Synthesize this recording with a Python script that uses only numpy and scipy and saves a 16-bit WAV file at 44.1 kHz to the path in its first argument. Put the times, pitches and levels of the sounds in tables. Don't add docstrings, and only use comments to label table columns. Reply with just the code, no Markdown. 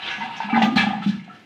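import sys
import numpy as np
from scipy import signal
from scipy.fft import rfft, irfft
from scipy.io import wavfile

SR = 44100
rng = np.random.default_rng(int(sys.argv[2]) if len(sys.argv) > 2 else 0)


def to_wav(sig):
    pcm = np.clip(np.atleast_2d(sig), -1, 1) * 32767
    pcm = np.round(pcm).astype(np.int16)
    wavfile.write(sys.argv[1], SR, pcm.T)


def makeup_ratio(level_db):
    decades = np.asarray(level_db, float) / 20
    return 10 ** decades


N = 63945

# (frequency [Hz], level [dB])
MIDDLE_MODES = [(712, 0.5), (782, 1.5), (809, 1.5), (862, -4.5), (945, 3), (1050, -9), (1140, -12.5)]
# (frequency [Hz], level [dB])
UPPER_MODES = [(1211, -15.5), (1325, 0), (1520, -2.5), (1686, 3), (1760, 0.5), (1974, -16.5), (2075, -1),
               (2326, -7.5), (2616, -8.5), (2750, -19), (2850, -5), (3250, -26), (3600, -7.5), (4050, -0.5)]


def thuds():
    # (time [s], level [dB], pitch [Hz], time until damped [s])
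    thud_events = [(.02, -40.5, 214.4, 0.11), (.09, -56, 207, 0.14), (.178, -30.5, 206.3, 0.088),
                   (.222, -31.5, 226, 0.037), (.342, -38.5, 208.3, 0.12), (.44, -25.5, 206, 0.15),
                   (.526, -10, 226.5, 0.042), (.57, -9, 230.5, 0.01), (.627, -9.5, 218.2, 0.041),
                   (.672, -22.5, 254, 0.023), (.72, -20, 268, 0.045), (.756, -9.5, 214.5, 0.017),
                   (.795, -16.5, 198.2, 0.067), (.865, -11, 211.5, 0.024), (.915, -24, 211, 0.031),
                   (.962, -25, 199, 0.043), (1.005, -24, 198.6, 0.029), (1.058, -11, 204.8, 0.043),
                   (1.11, -21, 208.8, 0.032), (1.14, -21.5, 203.4, 0.027), (1.19, -29.5, 184.7, 0.039),
                   (1.282, -42.5, 210, 0.032)]
    # (frequency [Hz], level [dB])
    lower_modes = [(84.7, -29.5), (140, -1), (157.7, -3.5), (200, -7), (266, -0.5), (321.2, -3.5),
                   (405, -13), (480, -17.5), (548, -30)]
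    return knocks(thud_events, lower_modes, t60=0.39, rise_s=0.0088, modes_db=-6.5, reach_oct=0.28,
                  damped_db=-12.0, rough=0.17, rough_hz=39.7, cuts_last=-12)


def taps():
    # (time [s], level [dB], pitch [Hz], time until damped [s])
    tap_events = [(.18, -35.5, 750, 0.038), (.206, -21, 924.6, 0.018), (.235, -28.5, 759, 0.039),
                  (.258, -28, 890, 0.019), (.293, -25, 929, 0.05), (.402, -17, 897, 0.029),
                  (.488, -21.5, 900, 0.0048), (.5, -23.5, 769, .025), (.526, -21, 832, 0.036),
                  (.558, -12, 838, 0.01), (.573, -10.5, 775, 0.027), (.575, -12, 953, 0.0065),
                  (.617, -8, 785.7, 0.0082), (.633, -14.5, 813, 0.0048), (.656, -21, 703, 0.013),
                  (.682, -25, 807, 0.017), (.72, -30, 810, 0.029), (.757, -24, 817, 0.0044),
                  (.766, -13.5, 804.3, 0.0076), (.785, -24.5, 803, 0.023), (.834, -17.5, 793, 0.01),
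                  (.865, -20, 800, 0.022), (.905, -18.5, 795, 0.0093), (.932, -20, 821, 0.0079),
                  (.95, -25.5, 816, 0.014), (.978, -26.5, 779, 0.0055), (.997, -35.5, 755, 0.0075),
                  (1.015, -31, 852, 0.021), (1.04, -35, 837, 0.024), (1.09, -46, 886, 0.026),
                  (1.16, -56, 923, 0.051), (1.277, -39, 721, 0.11)]
    return knocks(tap_events, MIDDLE_MODES, t60=0.27, rise_s=0.0021, modes_db=-12.5, reach_oct=0.15,
                  damped_db=-11.5, rough=0.37, rough_hz=73.0, cuts_last=-5.0)


def clacks():
    # (time [s], level [dB], pitch [Hz], time until damped [s])
    clack_events = [(.018, -36, 3900, 0.016), (.03, -33.5, 3120, 0.038), (.06, -32.5, 1480, 0.022),
                    (.085, -30.5, 2140, .04), (.14, -36, 2110, 0.026), (.11, -31.5, 2702, 0.16),
                    (.222, -34.5, 1558, .03), (.207, -29, 2030, 0.034), (.335, -35.5, 2850, 0.016),
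                    (.402, -30.5, 1547, 0.042), (.496, -25, 2314, 0.13), (.497, -30, 2662, 0.063),
                    (.495, -28, 1305, 0.018), (.525, -25.5, 1222, 0.039), (.538, -16, 1668, 0.0074),
                    (.55, -23, 1522, 0.032), (.556, -31.5, 1843, 0.014), (.595, -37, 1600, .015),
                    (.616, -25, 1194, 0.024), (.545, -20.5, 2039, 0.043), (.557, -26, 1237, 0.015),
                    (.618, -18.5, 1970, 0.017), (.627, -26.5, 2557, 0.032), (.64, -28, 1576, 0.023),
                    (.65, -27, 1215, 0.15), (.766, -27, 3265, 0.18), (.758, -28.5, 4380, 0.033),
                    (.775, -13.5, 2329, 0.048), (.757, -24, 1216, 0.046), (.765, -26.5, 4060, 0.026),
                    (.766, -27, 2887, 0.026), (.78, -23, 2102, 0.026), (.782, -33, 1517, 0.036),
                    (.785, -22.5, 2614, 0.06), (.779, -16.5, 1688, 0.055), (.815, -29.5, 1165, 0.095),
                    (.868, -34, 1218, 0.1), (.97, -40.5, 2030, 0.02), (1.018, -29.5, 1314, 0.026),
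                    (1.015, -36.5, 1792, 0.029), (1.06, -40.5, 1313, 0.11), (1.1, -39, 1732, 0.035),
                    (1.19, -40, 2150, 0.051), (1.295, -38, 1339, 0.078), (1.29, -49, 1765, 0.033),
                    (1.355, -47.5, 3110, 0.0052)]
    return knocks(clack_events, UPPER_MODES, t60=0.46, rise_s=0.0036, modes_db=-7.5, reach_oct=0.18,
                  damped_db=-14.0, rough=0.5, rough_hz=149, cuts_last=-0.2)


def knocks(rows, modes, t60, rise_s, modes_db, reach_oct, damped_db, rough, rough_hz, cuts_last):
    damp_s = 0.004
    t = np.arange(SR // 3) / SR
    out = np.zeros(N + SR)
    hz, level_db = np.transpose(modes)[:, :, None]
    decay = np.log(1000) * t / t60
    fade_out = np.cos(t / t[-1] * np.pi / 2)
    rise = np.sin(np.pi / 2 * np.minimum(t / rise_s, 1)) ** 2

    luck = rng.standard_normal((len(rows), 2, len(modes), 1))
    grit = rng.standard_normal((len(rows), 2, 4, len(t)))
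    grit = rms_one(signal.sosfilt(signal.butter(3, rough_hz, fs=SR, output="sos"), grit))
    waver = (1 - rough) + rough * (grit[:, 0] + 1j * grit[:, 1]) / np.sqrt(2)

    next_times = [row[0] for row in rows[1:]] + [9]
    for (s, db, near_hz, hold), after, (gain, phase), wobble in zip(rows, next_times, luck, waver):
        distance = np.minimum((np.log2(hz / near_hz) / reach_oct) ** 2, 3.5)
        weight = makeup_ratio(modes_db + level_db + 2.0 * gain - 4.97 * distance)
        body = weight * np.exp(2j * np.pi * (hz * t + phase) - decay) * wobble[np.arange(len(modes)) % 3]
        own = np.exp(2j * np.pi * near_hz * t - decay) * (1 + wobble[3]) / 2
        damping = damped_db * np.clip((t - hold) / damp_s, 0, 1)
        damping = damping + cuts_last * np.clip((t + s - after) / damp_s, 0, 1)
        shape = rise * makeup_ratio(db + damping) * fade_out
        out[int(s * SR):][:len(t)] += shape * (own + body.sum(axis=0)).imag
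    return out[:N]


def splashes():
    # (time [s], level [dB], rise [s], t60 [s], brightness of the top [dB])
    splash_events = [(0.018, -33, 0.012, 0.98, -7), (.1, -54, 0.024, 0.21, 18),
                     (0.21, -45, 0.0044, 0.15, -19), (0.363, -38, 0.005, 0.21, 15),
                     (0.495, -39.5, 0.0097, 0.36, 5.5), (.545, -32.5, 0.0072, 0.3, 5),
                     (0.618, -24, 0.0045, 0.42, 6), (0.757, -20, 0.0049, 0.3, 7.5),
                     (.768, -18.5, 0.011, 0.35, 2), (0.866, -62, .005, 0.27, 0),
                     (1.016, -39, 0.017, 0.59, 5.5), (1.065, -41, 0.027, 0.39, 16),
                     (1.238, -47.5, 0.0086, 0.16, 11)]
    # (frequency [Hz], level per Hz [dB])
    splash_colour = [(300, -10.5), (600, -16.5), (2000, -2), (3200, 5), (4500, -10.5), (6000, -22),
                     (10000, -41), (15500, -54.5)]
    t = np.arange(N) / SR
    hiss = coloured(splash_colour, 2.0, rng.standard_normal(N))
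    sung = 0
    for hz, db in MIDDLE_MODES + UPPER_MODES:
        sung = sung + makeup_ratio(db / 2 + 3 * drift(15.0)) * ring(hiss, hz, t60=0.094)
    hiss = hiss + makeup_ratio(-5) * rms_one(sung)
    top = signal.sosfilt(signal.butter(2, 4920, "high", fs=SR, output="sos"), hiss)

    out = np.zeros(N)
    for s, db, rise, t60, bright_db in splash_events:
        envelope = makeup_ratio(db - 60 * np.maximum(t - s, 0) / t60) * np.clip((t - s) / rise, 0, 1)
        out += envelope * (hiss + (makeup_ratio(bright_db) - 1) * top)
    return out


def spray():
    # (time [s], level [dB])
    flow_levels = [(0, -35.5), (.1, -37), (.2, -37), (.3, -39.5), (.47, -38), (.6, -37.5), (.7, -37),
                   (.745, -43), (.8, -35.5), (1.0, -42), (1.15, -47.5), (1.28, -55.5), (1.45, -60)]
    # (frequency [Hz], level per Hz [dB])
    spray_colour = [(150, -23.5), (600, -18.5), (800, 0), (1200, -2), (2700, 3.5), (4300, -11),
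                    (6500, -26.5), (15500, -53.5)]
    drops_per_s, drop_db, into_tank_db = 980, -18, -3
    landing = rng.random(N) < drops_per_s / SR
    drop_size = makeup_ratio(2.9 * np.minimum(rng.exponential(1, N), 5))
    drops = landing * drop_size * rng.choice([-1, 1], N)
    jet = coloured(spray_colour, 2, rng.standard_normal(N) + makeup_ratio(drop_db) * rms_one(drops))
    sung = 0
    for hz, db in MIDDLE_MODES + UPPER_MODES:
        sung = sung + makeup_ratio(db + 3 * drift(7.9)) * ring(jet, hz, t60=0.16)
    s, db = np.transpose(flow_levels)
    flow = makeup_ratio(np.interp(np.arange(N) / SR, s, db))
    return flow * (jet + makeup_ratio(into_tank_db) * rms_one(sung))


def ticks():
    # (time [s], level [dB], pitch [Hz])
    tick_events = [(.18, -59, 11000), (.2, -45, 9300), (.993, -50, 12540), (1.047, -53.5, 10000),
                   (1.077, -44, 5620), (1.09, -61, 14100), (1.123, -53, 9100), (1.163, -66, 12900),
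                   (1.21, -69, 8500), (1.24, -66, 8400), (1.266, -53, 5760), (1.333, -57, 13500),
                   (1.335, -62, 10800), (1.376, -67, 12300), (1.393, -57, 13100), (1.396, -41, 5870),
                   (1.445, -60, 10300)]
    cycles, pitch_spread = 19, 0.21
    t = np.arange(SR // 30) / SR
    out = np.zeros(N + SR)
    spreads = rng.uniform(-1.4, 1, (len(tick_events), 3, 1))
    for (s, db, hz), spread in zip(tick_events, spreads):
        tone = np.sin(2 * np.pi * hz * (1 + pitch_spread * spread) * t).sum(axis=0)
        envelope = makeup_ratio(db - 60 * t * hz / cycles) * np.minimum(t / 0.0012, 1)
        out[int(s * SR):][:len(t)] += envelope * tone
    return out[:N]


def fizz():
    # (time of the peak [s], level [dB], pitch [Hz], half length [s])
    fizz_patches = [
        (.12, -49, 5700, 0.025),
        (0.19, -57.5, 5900, .04),
        (0.38, -47.5, 5800, 0.012),
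        (0.65, -51.5, 6300, 0.044),
        (.645, -60, 13500, 0.026),
        (.785, -64, 13000, 0.033),
        (1.15, -62, 5600, 0.027),
        (0.565, -38, 416, 0.052),
        (0.652, -38, 498, 0.036),
    ]
    half_width = 0.09
    t = np.arange(N) / SR
    white = rng.standard_normal(N)
    out = np.zeros(N)
    for s, db, hz, half in fizz_patches:
        edges_hz = [hz * (1 - half_width), hz * (1 + half_width)]
        band = signal.butter(2, edges_hz, "band", fs=SR, output="sos")
        swell = np.exp(-((t - s) / half) ** 2)
        out += makeup_ratio(db) * swell * rms_one(signal.sosfilt(band, white))
    return out


def bathroom(x):
    t60_s, wall_cut_hz = 0.44, 3400
    size = 2 ** 17
    w = np.pi * np.arange(size // 2 + 1) / (size // 2)
    dull = 1 / (1 + 1j * w * SR / (2 * np.pi * wall_cut_hz))
    echoes = 0
    for k, lag in enumerate(rng.uniform(0.011, 0.037, 10)):
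        loop = makeup_ratio(-60 * lag / t60_s) * dull * np.exp(-1j * w * int(lag * SR))
        echoes = echoes + (-1) ** k * loop / (1 - loop)
    return irfft(rfft(x, size) * echoes, size)[:N]


def rumble():
    # (frequency [Hz], level per Hz [dB])
    hum_colour = [(30, -63.5), (130, 0), (260, 0.5), (580, -13), (760, -17), (3000, -16), (6000, -30),
                  (15500, -50)]
    return makeup_ratio(-50) * coloured(hum_colour, 2, rng.standard_normal(N))


def coloured(spectrum, patchy_db, white):
    hz, db = np.transpose(spectrum)
    bins_hz = np.maximum(np.arange(N // 2 + 1) * SR / N, 1)
    shaped = rfft(white) * makeup_ratio(np.interp(np.log(bins_hz), np.log(hz), db))
    together = drift(6.2)
    out = 0
    for centre in np.arange(4, 14.6, 0.5):
        share = np.clip(1 - np.abs(np.log2(bins_hz) - centre) * 2, 0, 1)
        flicker = makeup_ratio(patchy_db * (1.48 * together + drift(12.0)))
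        out = out + irfft(shaped * share, N) * flicker
    return rms_one(out)


def ring(drive, hz, t60):
    r = makeup_ratio(-60 / (t60 * SR))
    w = 2 * np.pi * hz / SR
    return signal.lfilter([0, np.sin(w) / np.sqrt(t60)], [1, -2 * r * np.cos(w), r * r], drive)


def drift(rate):
    r = np.exp(-80 * np.pi * rate / SR)
    white = rng.standard_normal(N // 40 + 2002)
    slow = signal.lfilter([1], [1, -2 * r, r * r], white)[2000:]
    return np.interp(np.arange(N) / 40, np.arange(len(slow)), rms_one(slow))


def rms_one(x):
    return x / np.sqrt(np.mean(x ** 2) + 1e-20)


def scene():
    near = thuds() + taps() + clacks() + splashes() + spray() + ticks() + fizz()
    room = makeup_ratio(-16) * bathroom(near)
    return (near + room + rumble())[None]


def band_limit(x):
    return signal.sosfilt(signal.butter(12, 15550, fs=SR, output="sos"), x)


def record(dry):
    limit = 0.9
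    heard = signal.sosfilt(signal.butter(4, 70, "high", fs=SR, output="sos"), dry)
    return band_limit(limit * np.tanh(heard / limit))


dry = scene()
out = record(dry)
to_wav(out)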